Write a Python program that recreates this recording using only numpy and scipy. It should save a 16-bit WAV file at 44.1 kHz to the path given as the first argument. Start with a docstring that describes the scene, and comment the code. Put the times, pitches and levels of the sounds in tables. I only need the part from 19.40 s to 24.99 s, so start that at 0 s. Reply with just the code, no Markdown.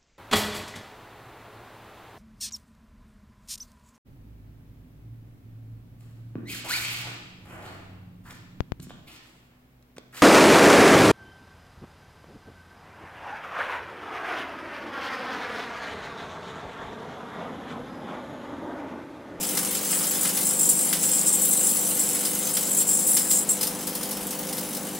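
"""In a workshop, a microwave oven runs with a glass lamp inside. The transformer hums at harmonics
of the mains; the fan adds wavering tones and rushing air. The magnetron fires once per mains cycle,
and each time an arc sizzles in the lamp and drives the modes of its glass. From 0.5 to 4.2 s the arc
bites into the glass in loud, ringing surges, and now and then it flares with a sharp spit.
Reverberation in the steel cavity smears the sparks."""
import sys
import numpy as np
from scipy import signal
from scipy.fft import rfft, irfft, next_fast_len
from scipy.io import wavfile
from scipy.ndimage import uniform_filter1d, map_coordinates

SR = 44100
rng = np.random.default_rng(int(sys.argv[2]) if len(sys.argv) > 2 else 0)


def master(y):
    """Save y as 16-bit WAV."""
    cut = np.clip(np.atleast_2d(y).T, -1, 1)
    pcm = np.round(cut * 32767)  # scale
    wavfile.write(sys.argv[1], SR, pcm.astype(np.int16))


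N = 246519
TIME = np.arange(N) / SR
MAINS_HZ = 50

# surges of the arc into the glass: t/s, duration/s, level/dB, favoured f/Hz
GLASS_SURGES = [(0.51, 0.033, -29, 8000), (0.806, 0.049, -27, 7460), (1.048, 0.062, -28, 7560),
                (1.188, 0.083, -20.5, 7360), (1.287, 0.02, -16.5, 9600), (1.36, 0.082, -26, 8500),
                (1.622, 0.063, -23.5, 7430), (1.711, 0.11, -23, 7600), (1.859, 0.031, -20, 7770),
                (1.924, 0.019, -20, 7800), (2.008, 0.033, -24, 7540), (2.105, 0.026, -22.5, 7700),
                (2.15, 0.055, -28, 8350), (2.239, 0.073, -22, 9600), (2.59, 0.015, -22, 7440),
                (3.134, 0.02, -27, 7500), (3.305, 0.027, -25, 7400), (3.366, 0.042, -20.5, 7470),
                (3.465, 0.1, -23.5, 7460), (3.664, 0.11, -22, 9200), (3.894, 0.1, -20.5, 7450),
                (4.087, 0.028, -20.5, 7600)]
# low rasp of sparks and flares: f/Hz, relative spectral level/dB
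RASP_SPECTRUM = [(500, -43), (1200, 2), (2050, -2), (2450, -3), (3000, -1.5), (4000, -5.5), (5300, -0.5),
                 (8000, -11.5), (16000, -20.5)]


def amp(db):
    """Amplitude ratio of a level in decibels."""
    return 10 ** (np.asarray(db) / 20)


def unit(x):
    """Normalisation to unit rms."""
    return x / np.sqrt(np.mean(x ** 2) + 1e-20)


def along(points, hz):
    """Interpolation of (f/Hz, value) points on a logarithmic frequency axis."""
    f, values = np.transpose(points)
    return np.interp(np.log(hz + 1), np.log(f + 1), values)


def wobble(rate):
    """Slow random modulation: a spline through rate Gaussian values a second."""
    return map_coordinates(rng.standard_normal(int(N * rate / SR) + 4), [TIME * rate])


def filtered(x, response):
    """Linear filtering: the spectrum is multiplied by a frequency response."""
    size = next_fast_len(N + SR // 2)
    return irfft(rfft(x, size) * response(np.fft.rfftfreq(size, 1 / SR)), size)[..., :N]


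def coloured(x, spectrum):
    """Spectral shaping at unit mean power gain."""
    return filtered(x, lambda hz: unit(amp(along(spectrum, hz))))


def steady(x, size):
    """Division by the first channel's running rms evens out swells longer than size samples."""
    power = uniform_filter1d(np.atleast_2d(x)[0] ** 2, size)
    return x / np.sqrt(np.abs(power) + 1e-12)


def add(track, start, sound):
    """Superposition of a sound on a track from sample start on."""
    track[..., start:start + sound.shape[-1]] += sound[..., :N - start]


def transformer_hum():
    """Periodic forcing by the mains gives a harmonic series."""
    # hum partials: harmonic number, level/dB
    harmonics = [(2, -63), (3, -56.5), (4, -43.5), (5, -48), (6, -46), (8, -50), (10, -47.5), (21, -89),
                 (23, -70.5)]
    return sum(amp(db) * np.sin(2 * np.pi * (k * MAINS_HZ * TIME + rng.random())) for k, db in harmonics)


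def fan_tones():
    """Phase modulation by the unsteady shaft makes the higher tones waver most."""
    # tones of fan and motor: f/Hz, level/dB
    partials = [(173.6, -49.3), (221, -57), (312, -53), (347, -57), (521, -52), (694.4, -59), (781, -55.5),
                (866, -60), (879, -61), (980, -62)]
    shaft_time = TIME + 0.00038 * wobble(4)
    return sum(amp(db + 2.5 * wobble(7)) * np.sin(2 * np.pi * (hz * shaft_time + rng.random()))
               for hz, db in partials)


def fan_air():
    """Rushing air is broadband noise, uncorrelated between mid and side."""
    # air noise: f/Hz, relative spectral level/dB
    spectrum = [(20, -27), (40, -10), (85, -10.5), (130, -8.5), (175, 4), (230, 0), (330, -0.5), (420, -3),
                (520, 1.5), (640, -4), (850, -3.5), (1200, -9.5), (2500, -15), (15000, -20.5)]
    return amp(-38) * coloured(rng.standard_normal((2, N)), spectrum)


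def arc_levels():
    """Level envelopes of the steady arc; ring and hiss dip briefly when it falters."""
    # steady arc: t/s, then relative level/dB of glass ring, hiss and low rasp
    levels = [(0.0, -30, -35, -37.5), (0.89, -28.5, -32, -37), (1.04, -27, -28.5, -41.5),
              (1.2, -25, -39.5, -42.5), (1.62, -27.5, -30, -40), (1.85, -29, -38, -39),
              (2.07, -22, -31, -42.5), (3.11, -30.5, -32.5, -40), (3.58, -23.5, -33.5, -46.5),
              (3.83, -24.5, -35, -41.5), (4.06, -30, -39, -44.5), (4.28, -40, -40.5, -43),
              (5.2, -41, -38.5, -44), (5.59, -38.5, -42.5, -45.5)]
    # falters of the arc: t/s, depth/dB
    falters = [(0.41, 6), (0.92, 5.5), (1.58, 4), (3.458, 11), (3.845, 2), (4.06, 11), (4.53, 6),
               (4.615, 3)]
    times, *columns = np.transpose(levels)
    ring_db, hiss_db, rasp_db = [np.interp(TIME, times, column) for column in columns]
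    dip_db = sum(depth * np.exp(-((TIME - s) / 0.015) ** 2) for s, depth in falters)
    return ring_db - dip_db, hiss_db - dip_db, rasp_db


def discharge(age, strike_db, burn_s=0.01):
    """Envelope of a discharge: an exponential transient on top of a short burn."""
    since = np.maximum(age, 0)
    strike = amp(strike_db) * np.exp(-since / 0.00096)
    return (age >= 0) * (1 + strike) / (1 + (since / burn_s) ** 8)


def crackle(spread_db):
    """Noise with log-normal amplitude modulation: dense tiny sparks of unequal size."""
    size = np.repeat(rng.standard_normal(N // 8 + 1), 8)[:N]
    return unit(rng.standard_normal(N) * amp(spread_db * np.clip(size, -2.5, 2.5)))


def sparks(scatter_db, idle_db):
    """Periodic gating: the arc relights each mains cycle at a random strength, over an idle floor."""
    cycle, phase = np.divmod(TIME * MAINS_HZ + 0.57, 1)
    strengths = amp(scatter_db * rng.uniform(-1, 1, int(cycle[-1]) + 1))
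    gate = strengths[cycle.astype(int)] * discharge(phase / MAINS_HZ, strike_db=6.5) + amp(idle_db)
    return steady(gate * crackle(spread_db=3.5), size=2646)


def cavity_reverb(x, wet_db):
    """Convolution with random early reflections and a diffuse tail, for one position of the arc."""
    # reverberation time of the cavity: f/Hz, T60/s
    decay_times = [(500, 0.086), (3000, 0.28), (15000, 0.057)]
    hz, t, noise = signal.stft(rng.standard_normal((2, SR // 4)), SR, nperseg=256)
    decay = amp(-60 * t / along(decay_times, hz)[:, None])
    tail = signal.istft(noise * decay, SR, nperseg=256)[1]
    early = rng.standard_normal(tail.shape) * amp(-60 * TIME[:tail.shape[1]] / 0.0095)
    response = unit(early) + amp(wet_db) * unit(tail)
    return signal.fftconvolve(x[None], response / np.linalg.norm(response[0]), axes=1)


def arc_sizzle(surges):
    """Noise modulated at the mains rate buzzes; it grows louder and more even as the arc bites."""
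    # bright hiss of the sparks: f/Hz, relative spectral level/dB
    hiss_spectrum = [(1500, -35.5), (4000, -10.5), (5300, -13.5), (6300, -4), (7500, -2.5), (8200, -1.5),
                     (9300, 2), (10500, 3.5), (11600, 1), (12600, 2.5), (14500, -3.5), (15700, 5)]
    ring_db, hiss_db, rasp_db = arc_levels()
    bite = np.linalg.norm(surges, axis=0)
    bite_db = 20 * np.log10(np.hypot(bite, amp(ring_db)))
    train = sparks(scatter_db=7.5, idle_db=0.61 * (bite_db + 23.5))
    sizzle = np.zeros((2, N))
    stay = 2 * SR // MAINS_HZ  # the arc moves on every other cycle
    for start in range(0, N, stay):
        add(sizzle, start, cavity_reverb(train[start:start + stay], wet_db=2))
    hiss = np.hypot(amp(hiss_db + 6), amp(-8) * bite) * sizzle
    rasp = amp(rasp_db - 4) * sizzle
    return coloured(hiss, hiss_spectrum) + coloured(rasp, RASP_SPECTRUM)


def box_resonance(x, width_hz, ring_db):
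    """Resonances of the steel box raise Lorentzian peaks in the sound leaking through its door."""
    # strongest box modes: f/Hz, relative level/dB
    modes = [(2070, 0), (2970, -1), (3190, -2), (3550, -3), (5080, 0), (5380, -1), (5940, -2), (6250, -3),
             (6850, 0), (8300, -3), (8580, -1), (9220, 2), (9470, -2), (10030, -2), (10250, 0), (10650, -3),
             (11020, -1), (11240, -1), (11710, -2), (12270, -2), (12450, -2), (12700, 0), (13910, -2),
             (14080, -1), (14510, -1), (15000, -2), (15550, -1)]

    def response(f):
        power = sum(amp(2 * (db + ring_db)) / (1 + ((f - hz) / (width_hz / 2)) ** 2) for hz, db in modes)
        return unit(np.sqrt(1 + power))
    return filtered(x, response)


def glass_ring(surges):
    """Forced resonance: sparks drive the lamp's modes, and each surge favours those near one pitch."""
    # modes of the glass: f/Hz, bandwidth/Hz, relative level/dB
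    modes = [(5200, 90, -27), (5990, 50, -25), (6708, 12, -14), (6945, 50, -16), (7430, 40, -17),
             (7585, 26, -1), (7640, 25, -8), (7693, 24, 0), (8479, 16, 0), (8549, 20, -1), (9012, 18, -3),
             (9100, 45, -8), (9368, 32, 1), (9528, 14, -11), (10195, 60, -10), (10860, 45, -6),
             (10935, 40, -11), (12320, 50, -15), (12530, 80, -16), (12720, 90, -14), (13490, 50, -10),
             (13900, 60, -12), (15600, 160, -19)]
    # mode families: centre f/Hz, level/dB re the steady ring, least level/dB re a surge
    families = [(7670, -4.5, -2.5), (8240, -10.5, -14), (9200, -4, -4.5)]
    # boundaries of the families: f/Hz
    edges = [0, 8000, 8800, 20000]
    favour_width_hz, grip_db = 850, -42
    drive = sparks(scatter_db=10, idle_db=11)
    ring_db = arc_levels()[0]
    favoured_hz = np.transpose(GLASS_SURGES)[-1]
    ring = np.zeros((2, N))
    for (centre_hz, steady_db, spill_db), low, high in zip(families, edges, edges[1:]):
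        family = np.zeros((2, N))
        for k, (hz, width, db) in enumerate(mode for mode in modes if low < mode[0] <= high):
            mid_side = (-1) ** k * np.array([1, rng.choice([1j, -1j])])  # left or right leads in phase
            resonator = lambda f: np.outer(mid_side, 1j * f * width / (hz**2 - f**2 + 1j * f * width))
            family += filtered(drive * amp(db + 1.1 * wobble(5.5)), resonator)
        closeness = np.exp(-((favoured_hz - centre_hz) / favour_width_hz) ** 2)
        coupling = np.maximum(closeness, amp(spill_db))
        surging = np.linalg.norm(coupling[:, None] * surges, axis=0)
        wandering = amp(ring_db + steady_db + 1.86 * wobble(14))
        envelope = np.hypot(wandering, surging)
        grip = 1 / np.sqrt(1 + amp(grip_db) / envelope)  # a weak arc barely takes hold of the glass
        ring += grip * envelope * steady(family, size=1500)
    return amp(-0.43) * ring


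def small_flares(count):
    """Random point events that scale with the arc: rows of t/s, spit level/dB, rasp level/dB."""
    _, hiss_db, rasp_db = arc_levels()
    when, luck = rng.random((count, 2)).T
    at = (when * N).astype(int)
    scatter_db = 1 - 2 * luck
    return list(zip(at / SR, hiss_db[at] + 12.5 + scatter_db, rasp_db[at] - 4 + scatter_db))


def flares():
    """Single discharges are noise bursts that decay exponentially in the box; the fattest also pop."""
    # strong flares: t/s, relative spit level/dB, relative rasp level/dB
    strong_flares = [(0.1728, -10.5, -33.5), (0.3502, -20.5, -39), (0.5288, -26, -32), (0.8504, -20, -32),
                     (0.9736, -21, -33), (1.528, -10.5, -31.5), (2.8521, -12.5, -40), (3.169, -11.5, -33.5),
                     (3.769, -7.5, -33), (3.911, -8.5, -39), (4.2105, -11.5, -39), (4.2297, -8.5, -40),
                     (4.2703, -12, -48), (4.4716, -15.5, -41), (4.551, -15, -47), (4.6303, -16, -43),
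                     (4.7108, -15.5, -57), (4.907, -17.5, -46), (5.127, -19.5, -46), (5.18, -18, -41),
                     (5.348, -17.5, -54)]
    # bright spit: f/Hz, relative spectral level/dB
    spit_spectrum = [(1500, -34), (3500, -7), (5100, 1), (6200, -4.5), (8000, 1), (9300, 4.5),
                     (11000, -0.5), (13000, 2.5), (15700, -3)]
    # low pop: f/Hz, relative spectral level/dB
    pop_spectrum = [(300, -19), (850, 2), (1400, -5), (2000, 4), (4000, -9), (12000, -44)]
    spit, rasp, pop = np.zeros((3, 2, N))
    age = TIME[:SR // 5]
    tail = 1.29 * amp(-60 * age / 0.19)
    envelope = np.hypot(discharge(age, strike_db=-13), tail)
    for s, spit_db, rasp_db in strong_flares + small_flares(count=24):
        start = round(s * SR)
        burst = envelope * rng.standard_normal((2, len(age)))
        add(spit, start, amp(spit_db - 16.5) * burst)
        add(rasp, start, amp(rasp_db - 5) * burst)
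        add(pop, start, amp(1.82 * rasp_db + 13) * burst)  # the low end grows fastest with size
    return coloured(spit, spit_spectrum) + coloured(rasp, RASP_SPECTRUM) + coloured(pop, pop_spectrum)


def surge(s, length, db, attack_s=0.0037, sag_db_per_s=28, t60_s=0.21):
    """Exponential attack and decay: a surge catches fast, sags while it holds, and dies away."""
    age = np.maximum(TIME - s, 0)
    fall_db = sag_db_per_s * age + 60 * np.maximum(age - length, 0) / t60_s
    return (1 - np.exp(-age / attack_s)) * amp(db - fall_db)


def scene():
    """Mid-side superposition: the oven stands just ahead, the lamp a little to the left."""
    # stereo width: f/Hz, gain of the side signal/dB
    side_gain = [(30, -15), (70, -8), (150, -17.5), (500, -15.5), (1000, -8.5), (2000, -14.5), (5000, -11),
                 (9000, -8.5), (14000, -4.5)]
    # stereo balance: f/Hz, left minus right level/dB
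    balance = [(100, -0.7), (2000, 0.3), (4000, 0.4), (8000, 2), (13000, 2.5)]
    surges = np.array([surge(s, length, db) for s, length, db, _ in GLASS_SURGES])
    tones = np.sqrt(2) * np.outer([1, 0.6], transformer_hum() + fan_tones())
    air = fan_air()
    arc = box_resonance(arc_sizzle(surges) + flares(), width_hz=17.6, ring_db=8.5)
    mid, side = tones + air + arc + glass_ring(surges)
    side = filtered(side, lambda hz: amp(along(side_gain, hz)))
    left_right = np.array([mid + side, mid - side])
    return filtered(left_right, lambda hz: amp(np.outer([0.5, -0.5], along(balance, hz))))


def record(dry):
    """Band limiting: an ideal low-pass filter removes the highest treble."""
    return filtered(dry, lambda hz: hz < 15780)


dry = scene()
out = record(dry)
master(out)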